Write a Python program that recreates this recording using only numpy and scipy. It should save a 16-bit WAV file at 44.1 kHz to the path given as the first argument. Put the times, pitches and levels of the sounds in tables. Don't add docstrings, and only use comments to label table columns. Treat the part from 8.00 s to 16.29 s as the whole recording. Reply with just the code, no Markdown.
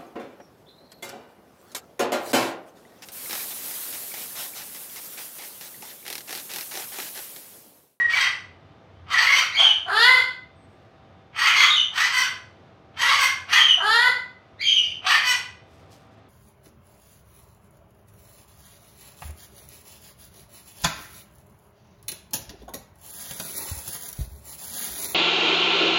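import sys
import numpy as np
from scipy import signal
from scipy.fft import rfft, irfft, next_fast_len
from scipy.io import wavfile
from scipy.ndimage import uniform_filter1d, map_coordinates

SR = 44100
rng = np.random.default_rng(int(sys.argv[2]) if len(sys.argv) > 2 else 0)


def nominal_scale(level):
    x = np.asarray(level, float) / 20
    return 10 ** x


def transcribe(u):
    v = np.clip(np.atleast_2d(u).T, -1, 1)
    q = np.round(v * 32767).astype(np.int16)
    wavfile.write(sys.argv[1], SR, q)


N = 365443
T = np.arange(N) / SR

# [hz, level_db]
HUM_TONES = [(592.2, -75.5), (662.1, -62.5), (775.2, -61.5), (1184, -67), (1265, -68), (3553, -74)]
# [hz, db_per_hz]
MOTOR_SPECTRUM = [(18, -55), (30, -36), (92, 3), (208, -17)]
# [hz, db_per_hz]
AIR_SPECTRUM = [(140, -7), (208, -12), (620, -15.5), (1770, -25.5), (3600, -32.5), (6200, -44.5),
                (7500, -53.5), (15600, -69.5)]
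# [start_s, length_s, level_db, pitch_hz, roughness_0_1]
SQUAWKS = [(-.1, 0.12, -43, 485, 0.89), (.055, 0.19, -23.5, 499.4, 0.86), (1.062, 0.21, -21, 500, 0.97),
           (1.25, 0.14, -21, 530, 0.8), (1.535, 0.11, -27.5, 447.2, 0.85),
           (3.325, 0.17, -20.5, 519.3, 0.89), (3.495, .15, -20.5, 540, .75), (3.9, 0.16, -22.5, 500, 0.71),
           (4.075, 0.15, -23.5, 514.5, .4), (4.94, .21, -21, 522, 0.72), (5.145, 0.1, -19.5, 526.7, 0.38),
           (5.455, 0.13, -19, 500, 0.72), (7.012, 0.14, -19, 480.8, 0.91), (7.195, 0.12, -20.5, 500, .3)]
# [centre_hz, width_hz, level_db]
SQUAWK_THROAT = [
    [(946, 220, -15), (1204, 440, -1.5), (1543, 3000, -5), (2400, 400, -2.5), (3055, 510, -1)],
    [(3590, 2400, 6), (4570, 560, 14.5), (5200, 320, -8)],
    [(5866, 1100, 6), (7260, 800, -15.5), (8150, 460, 1), (9600, 1200, -14), (12000, 6000, -10.5),
     (13300, 1100, -21.5), (16000, 1100, -15)],
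]
# [centre_hz, width_hz, level_db]
CROP_MODES = [(740, 260, 0)]
# [start_s, length_s, level_db, pitch_hz, octave_db]
OPENING_WHISTLE = [
    (-0.012, 0.047, -18, 1905, -32),
]
# [start_s, length_s, level_db, pitch_hz, octave_db]
HIGH_WHISTLES = [
    (1.555, 0.15, -16.5, 3400, -26.5),
    (3.55, 0.14, -22, 3528, -15),
    (3.67, .08, -22, 3788, -30),
    (3.73, 0.078, -23.5, 3204, -19),
    (5.54, .18, -17.5, 3447, -23),
    (6.62, .165, -18.5, 3407, -18.5),
    (6.81, .1, -32, 3163, -24.5),
]
# [start_s, length_s, level_db, pitch_hz, octave_db]
LOW_WHISTLES = [
    (1.515, 0.13, -27.5, 2270, -7),
    (6.585, .13, -32.5, 2376, -4),
    (6.81, 0.057, -39.5, 2400, -6.5),
]
# [start_s, length_s, level_db, pitch_hz]
CHEEPS = [
    (.59, .4, -75, 3070),
    (2.55, 0.19, -77.5, 8260),
]
# [time_s, pitch_hz, level_db, beak_opening_db]
HOOTS = [
    [(1.865, 343.5, -41.5, -15), (1.905, 372.1, -21.5, -20), (1.97, 441.6, -20.5, -1),
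     (2.046, 484.6, -18.5, 5.5), (2.09, 514.3, -16.5, -11.5), (2.14, 507.1, -19.5, -3.5),
     (2.2, 513.2, -26.5, -1)],
    [(5.775, 348, -42, -35), (5.82, 392.5, -24, -21), (5.87, 422.8, -22, -6), (5.93, 457.2, -20, 1),
     (6.02, 488.6, -20.5, -4.5), (6.075, 497.4, -19.5, -5), (6.115, 509, -36, -6.5)],
]
# [centre_hz, width_hz, level_db]
HOOT_THROAT = [
    [(400, 350, -20), (1000, 550, -7), (1450, 600, 0)],
    [(2450, 500, -13), (2950, 450, -7), (3450, 550, 0), (4300, 800, -1), (4800, 450, -5)],
    [(7050, 600, 0), (8700, 600, -4), (10700, 900, -2), (12800, 700, -7), (14600, 700, -15)],
]
# [hz, t60_s]
ROOM_DECAY = [(400, .4), (1500, .45), (4000, .42), (9000, .35), (15000, .25)]
# [middle_s, half_width_s, level_db]
FEATHER_STROKES = [
    (2.78, 0.11, -80),
    (7.768, .06, -66),
    (7.94, .025, -57),
    (8.02, .05, -70),
    (8.135, .012, -72),
    (8.185, 0.0112, -76),
]
# [hz, db_per_hz]
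FEATHER_SPECTRUM = [(880, -41), (1500, -11), (1670, -20), (1820, 2.5), (4230, 5.5), (4760, 7.5),
                    (15600, -7.5)]

SQUAWK_SHAPE = dict(attack_s=.085, rise_db=40, swell_db=5, fade_db=250, scoop=.2, glide_s=.07, sag=.01)
OPENING_SHAPE = dict(attack_s=.012, rise_db=30.5, swell_db=-27, fade_db=172, scoop=0, glide_s=.03, sag=.023)
CHEEP_SHAPE = dict(attack_s=.02, rise_db=15, swell_db=5, fade_db=500, scoop=0, glide_s=.03, sag=0)
HIGH_SHAPE = dict(attack_s=.045, rise_db=25, swell_db=-8, fade_db=400, scoop=.08, glide_s=.03, sag=.75)
LOW_SHAPE = dict(attack_s=.03, rise_db=30, swell_db=-80, fade_db=400, scoop=.25, glide_s=.022, sag=.01)


def unit(x):
    return x / np.sqrt(np.mean(x ** 2) + 1e-20)


def along(points, hz):
    f, v = np.transpose(points)
    return np.interp(np.log(hz + 1), np.log(f + 1), v)


def wobble(rate_hz):
    t = T[::3]
    knots = rng.standard_normal(int(N * rate_hz / SR) + 4)
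    return np.interp(T, t, map_coordinates(knots, [t * rate_hz]))


def filtered(x, response):
    m = next_fast_len(N + 8192)
    return irfft(rfft(x, m) * response(np.fft.rfftfreq(m, 1 / SR)), m)[:N]


def house():
    surge_db = 7.5 * np.exp(-((T - 1.03) / .083) ** 2)
    rumble_db = -56.5 + .8 * wobble(1.1) + surge_db
    rumble = filtered(rng.standard_normal(N), lambda f: nominal_scale(along(MOTOR_SPECTRUM, f)) * (f < 140))
    air = filtered(rng.standard_normal(N), lambda f: nominal_scale(along(AIR_SPECTRUM, f)) * (f >= 140))
    air = unit(air) * nominal_scale(.7 * wobble(6))
    tones = np.zeros(N)
    for hz, level_db in HUM_TONES:
        tones += nominal_scale(level_db + 2.5 * wobble(4)) * np.sin(2 * np.pi * hz * T + .7 * wobble(12))
    hiss = nominal_scale(-94.5) * rng.standard_normal(N)
    return nominal_scale(rumble_db) * unit(rumble) + nominal_scale(-54.5) * air + nominal_scale(-1.5) * tones + hiss


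def note_curves(rows, attack_s, rise_db, swell_db, fade_db, scoop, glide_s, sag):
    breath_gap_s = .1
    start, length, level_db, hz, *more = np.transpose(rows)
    t = T[::40]
    age = t - start[:, None]
    effort_db = -rise_db * np.clip(1 - age / attack_s, 0, 3) ** 2
    effort_db = effort_db - fade_db * np.maximum(age - length[:, None], 0)
    held_s = np.clip(age, 0, length[:, None]) - length[:, None] / 2
    gain = nominal_scale(level_db[:, None] + effort_db + swell_db * held_s)
    now = np.argmax(gain, axis=0)
    fresh = np.append(True, start[1:] - (start + length)[:-1] > breath_gap_s)
    breath_start = np.maximum.accumulate(np.where(fresh, start, -1))
    since_s = np.maximum(t - breath_start[now], 0)
    sag_share = sag * np.clip(t - start[now], 0, length[now])
    pitch = hz[now] * (1 - scoop * np.exp(-since_s / glide_s) - sag_share)
    smooth = [uniform_filter1d(v, size=15) for v in [pitch] + [c[now] for c in more]]
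    return [np.interp(T, t, v) for v in [gain.sum(0), effort_db.max(0)] + smooth]


def resonant(x, modes):
    low_hz, high_hz = .75 * modes[0][0], 1.15 * modes[-1][0]

    def response(f):
        power = 0
        for centre, width, db in modes:
            peak = (f * width) ** 2 / ((centre ** 2 - f * f) ** 2 + (f * width) ** 2)
            power = power + (nominal_scale(db) * peak) ** 2
        return np.sqrt(power) / (1 + (low_hz / (f + 1)) ** 4) / (1 + (f / high_hz) ** 4)

    return unit(filtered(x, response))


def mottled(x, depth_db):
    z = signal.stft(x, nperseg=512)[2]
    field = uniform_filter1d(rng.standard_normal(z.shape), size=5, axis=0)
    field = uniform_filter1d(field, size=10, axis=1)
    return unit(signal.istft(z * nominal_scale(depth_db * unit(field)), nperseg=512)[1][:N])


def pulsed(gain, hz, rough, crop_db, ridge_db, beak_db, top_db, throat, jitter, breath, restless_db):
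    count = 32
    steady = 2 * np.pi * np.cumsum(hz * (1 + (.004 + .075 * rough ** 2) * wobble(110))) / SR
    phase = steady + 2 * np.pi * np.cumsum(hz * jitter * rough ** 2 * wobble(130)) / SR
    slaps = unit(np.sin((count - .5) * phase) / (2 * np.sin(phase / 2) + 1e-9) - .5)
    slaps = slaps * nominal_scale(5 * rough * wobble(150))
    air = unit(rng.standard_normal(N) * (1 + np.cos(phase)))
    air_share = np.clip(breath * rough, 0, 1)
    source = mottled(np.sqrt(1 - air_share) * slaps + np.sqrt(air_share) * air, restless_db)
    chest, beak, top = (resonant(source, modes) for modes in throat)
    crop = resonant(source, CROP_MODES)
    ridge = np.sin(4 * steady) * nominal_scale(7 * rough * wobble(110))
    ridge_db = ridge_db - 6 * ((4 * hz - 2080) / 320) ** 2
    voice = chest + nominal_scale(crop_db) * crop + nominal_scale(ridge_db) * ridge + nominal_scale(beak_db) * beak
    return gain * (voice + nominal_scale(top_db) * mottled(top, restless_db))


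def squawks():
    gain, effort_db, hz, rough = note_curves(SQUAWKS, **SQUAWK_SHAPE)
    ridge_grows, top_grows, weak_rough = .75, .61, .7
    ridge_db = 1.8 + ridge_grows * effort_db
    beak_db = -8.5 + top_grows * effort_db
    top_db = -17 + 12.5 * (1 - rough) + top_grows * effort_db
    crop_db = -11.5 - 1 * np.maximum(hz - 433.6, 0)
    rough = rough + weak_rough * (1 - rough) * (1 - nominal_scale(effort_db))
    return pulsed(gain, hz, rough, crop_db, ridge_db, beak_db, top_db, SQUAWK_THROAT,
                  jitter=.18, breath=.45, restless_db=2.5)


def whistle(calls, shape, flutter, halo_db, upper_db):
    gain, _, hz, octave_db = note_curves(calls, **shape)
    phase = 2 * np.pi * np.cumsum(hz * (1 + flutter * wobble(180))) / SR
    tone = np.sin(phase) + nominal_scale(octave_db) * np.sin(2 * phase)
    upper = np.sin(3 * phase) + .18 * np.sin(4 * phase) + .38 * np.sin(5 * phase)
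    halo = wobble(1300) + .13 * wobble(4000)
    swell = nominal_scale(3.2 * wobble(90)) + nominal_scale(halo_db) * halo
    return np.sqrt(2) * gain * (tone + nominal_scale(upper_db) * upper) * swell


def cheeps():
    gain, _, hz = note_curves(CHEEPS, **CHEEP_SHAPE)
    hz = hz * (1 + .015 * wobble(150))
    return gain * nominal_scale(4 * wobble(40)) * np.sin(2 * np.pi * np.cumsum(hz) / SR)


def hoot_curves(rise_s=.015, fall_s=.03):
    time_s, *columns = np.transpose(np.concatenate(HOOTS))
    gate = np.zeros(N)
    for call in HOOTS:
        start, end = call[0][0], call[-1][0]
        gate += np.interp(T, [start - rise_s, start, end, end + fall_s], [0, 1, 1, 0])
    return [gate] + [np.interp(T, time_s, c) for c in columns]


def hoots():
    gate, hz, level_db, open_db = hoot_curves()
    starts = np.array([call[0][0] for call in HOOTS])
    nearest = np.argmin(abs(T - starts[:, None]), axis=0)
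    age_s = np.maximum(T - starts[nearest], 0)
    start_rough, held_rough, settle_s = .8, .12, .045
    rough = held_rough + (start_rough - held_rough) * np.exp(-(age_s / settle_s) ** 2 / 2)
    rough = np.clip(rough + 3 * np.maximum(age_s - .22, 0), 0, 1)
    crop_db = -33.5 * (1 - np.exp(-(age_s / .023) ** 2 / 2))
    top_db = -20.5 + .45 * open_db
    return pulsed(gate * nominal_scale(level_db), hz, rough, crop_db, 6, open_db, top_db, HOOT_THROAT,
                  jitter=.2, breath=.3, restless_db=1.5)


def parrot():
    opening = whistle(OPENING_WHISTLE, OPENING_SHAPE, flutter=.0094, halo_db=-53, upper_db=-42)
    high = whistle(HIGH_WHISTLES, HIGH_SHAPE, flutter=.03, halo_db=-11, upper_db=-37)
    low = whistle(LOW_WHISTLES, LOW_SHAPE, flutter=.04, halo_db=-11, upper_db=-25.5)
    return squawks() + opening + high + low + hoots()


def room(x, wet_db, direct_db):
    hz, t, z = signal.stft(rng.standard_normal(SR), SR, nperseg=256)
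    decay = nominal_scale(-60 * t / along(ROOM_DECAY, hz)[:, None])
    tail = signal.istft(z * decay, SR, nperseg=256)[1]
    tail = np.pad(tail / np.linalg.norm(tail), (130, 0))
    return nominal_scale(direct_db) * x + nominal_scale(wet_db) * signal.fftconvolve(x, tail)[:N]


def ruffle():
    strokes = np.zeros(N)
    for middle_s, half_width_s, level_db in FEATHER_STROKES:
        strokes += nominal_scale(level_db) * np.exp(-((T - middle_s) / half_width_s) ** 2 / 2)
    grains = rng.standard_normal(N) * nominal_scale(3 * wobble(400))
    return strokes * unit(filtered(grains, lambda f: nominal_scale(along(FEATHER_SPECTRUM, f))))


def scene():
    bird = room(parrot(), wet_db=-2.5, direct_db=-4)
    return (house() + bird + cheeps() + ruffle())[None]


def top_cut(x):
    return signal.sosfilt(signal.butter(12, 15710, fs=SR, output="sos"), x)


def record(dry):
    soft = dry / (1 + np.abs(dry / .9) ** 6) ** (1 / 6)
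    return top_cut(soft)


dry = scene()
out = record(dry)
transcribe(out)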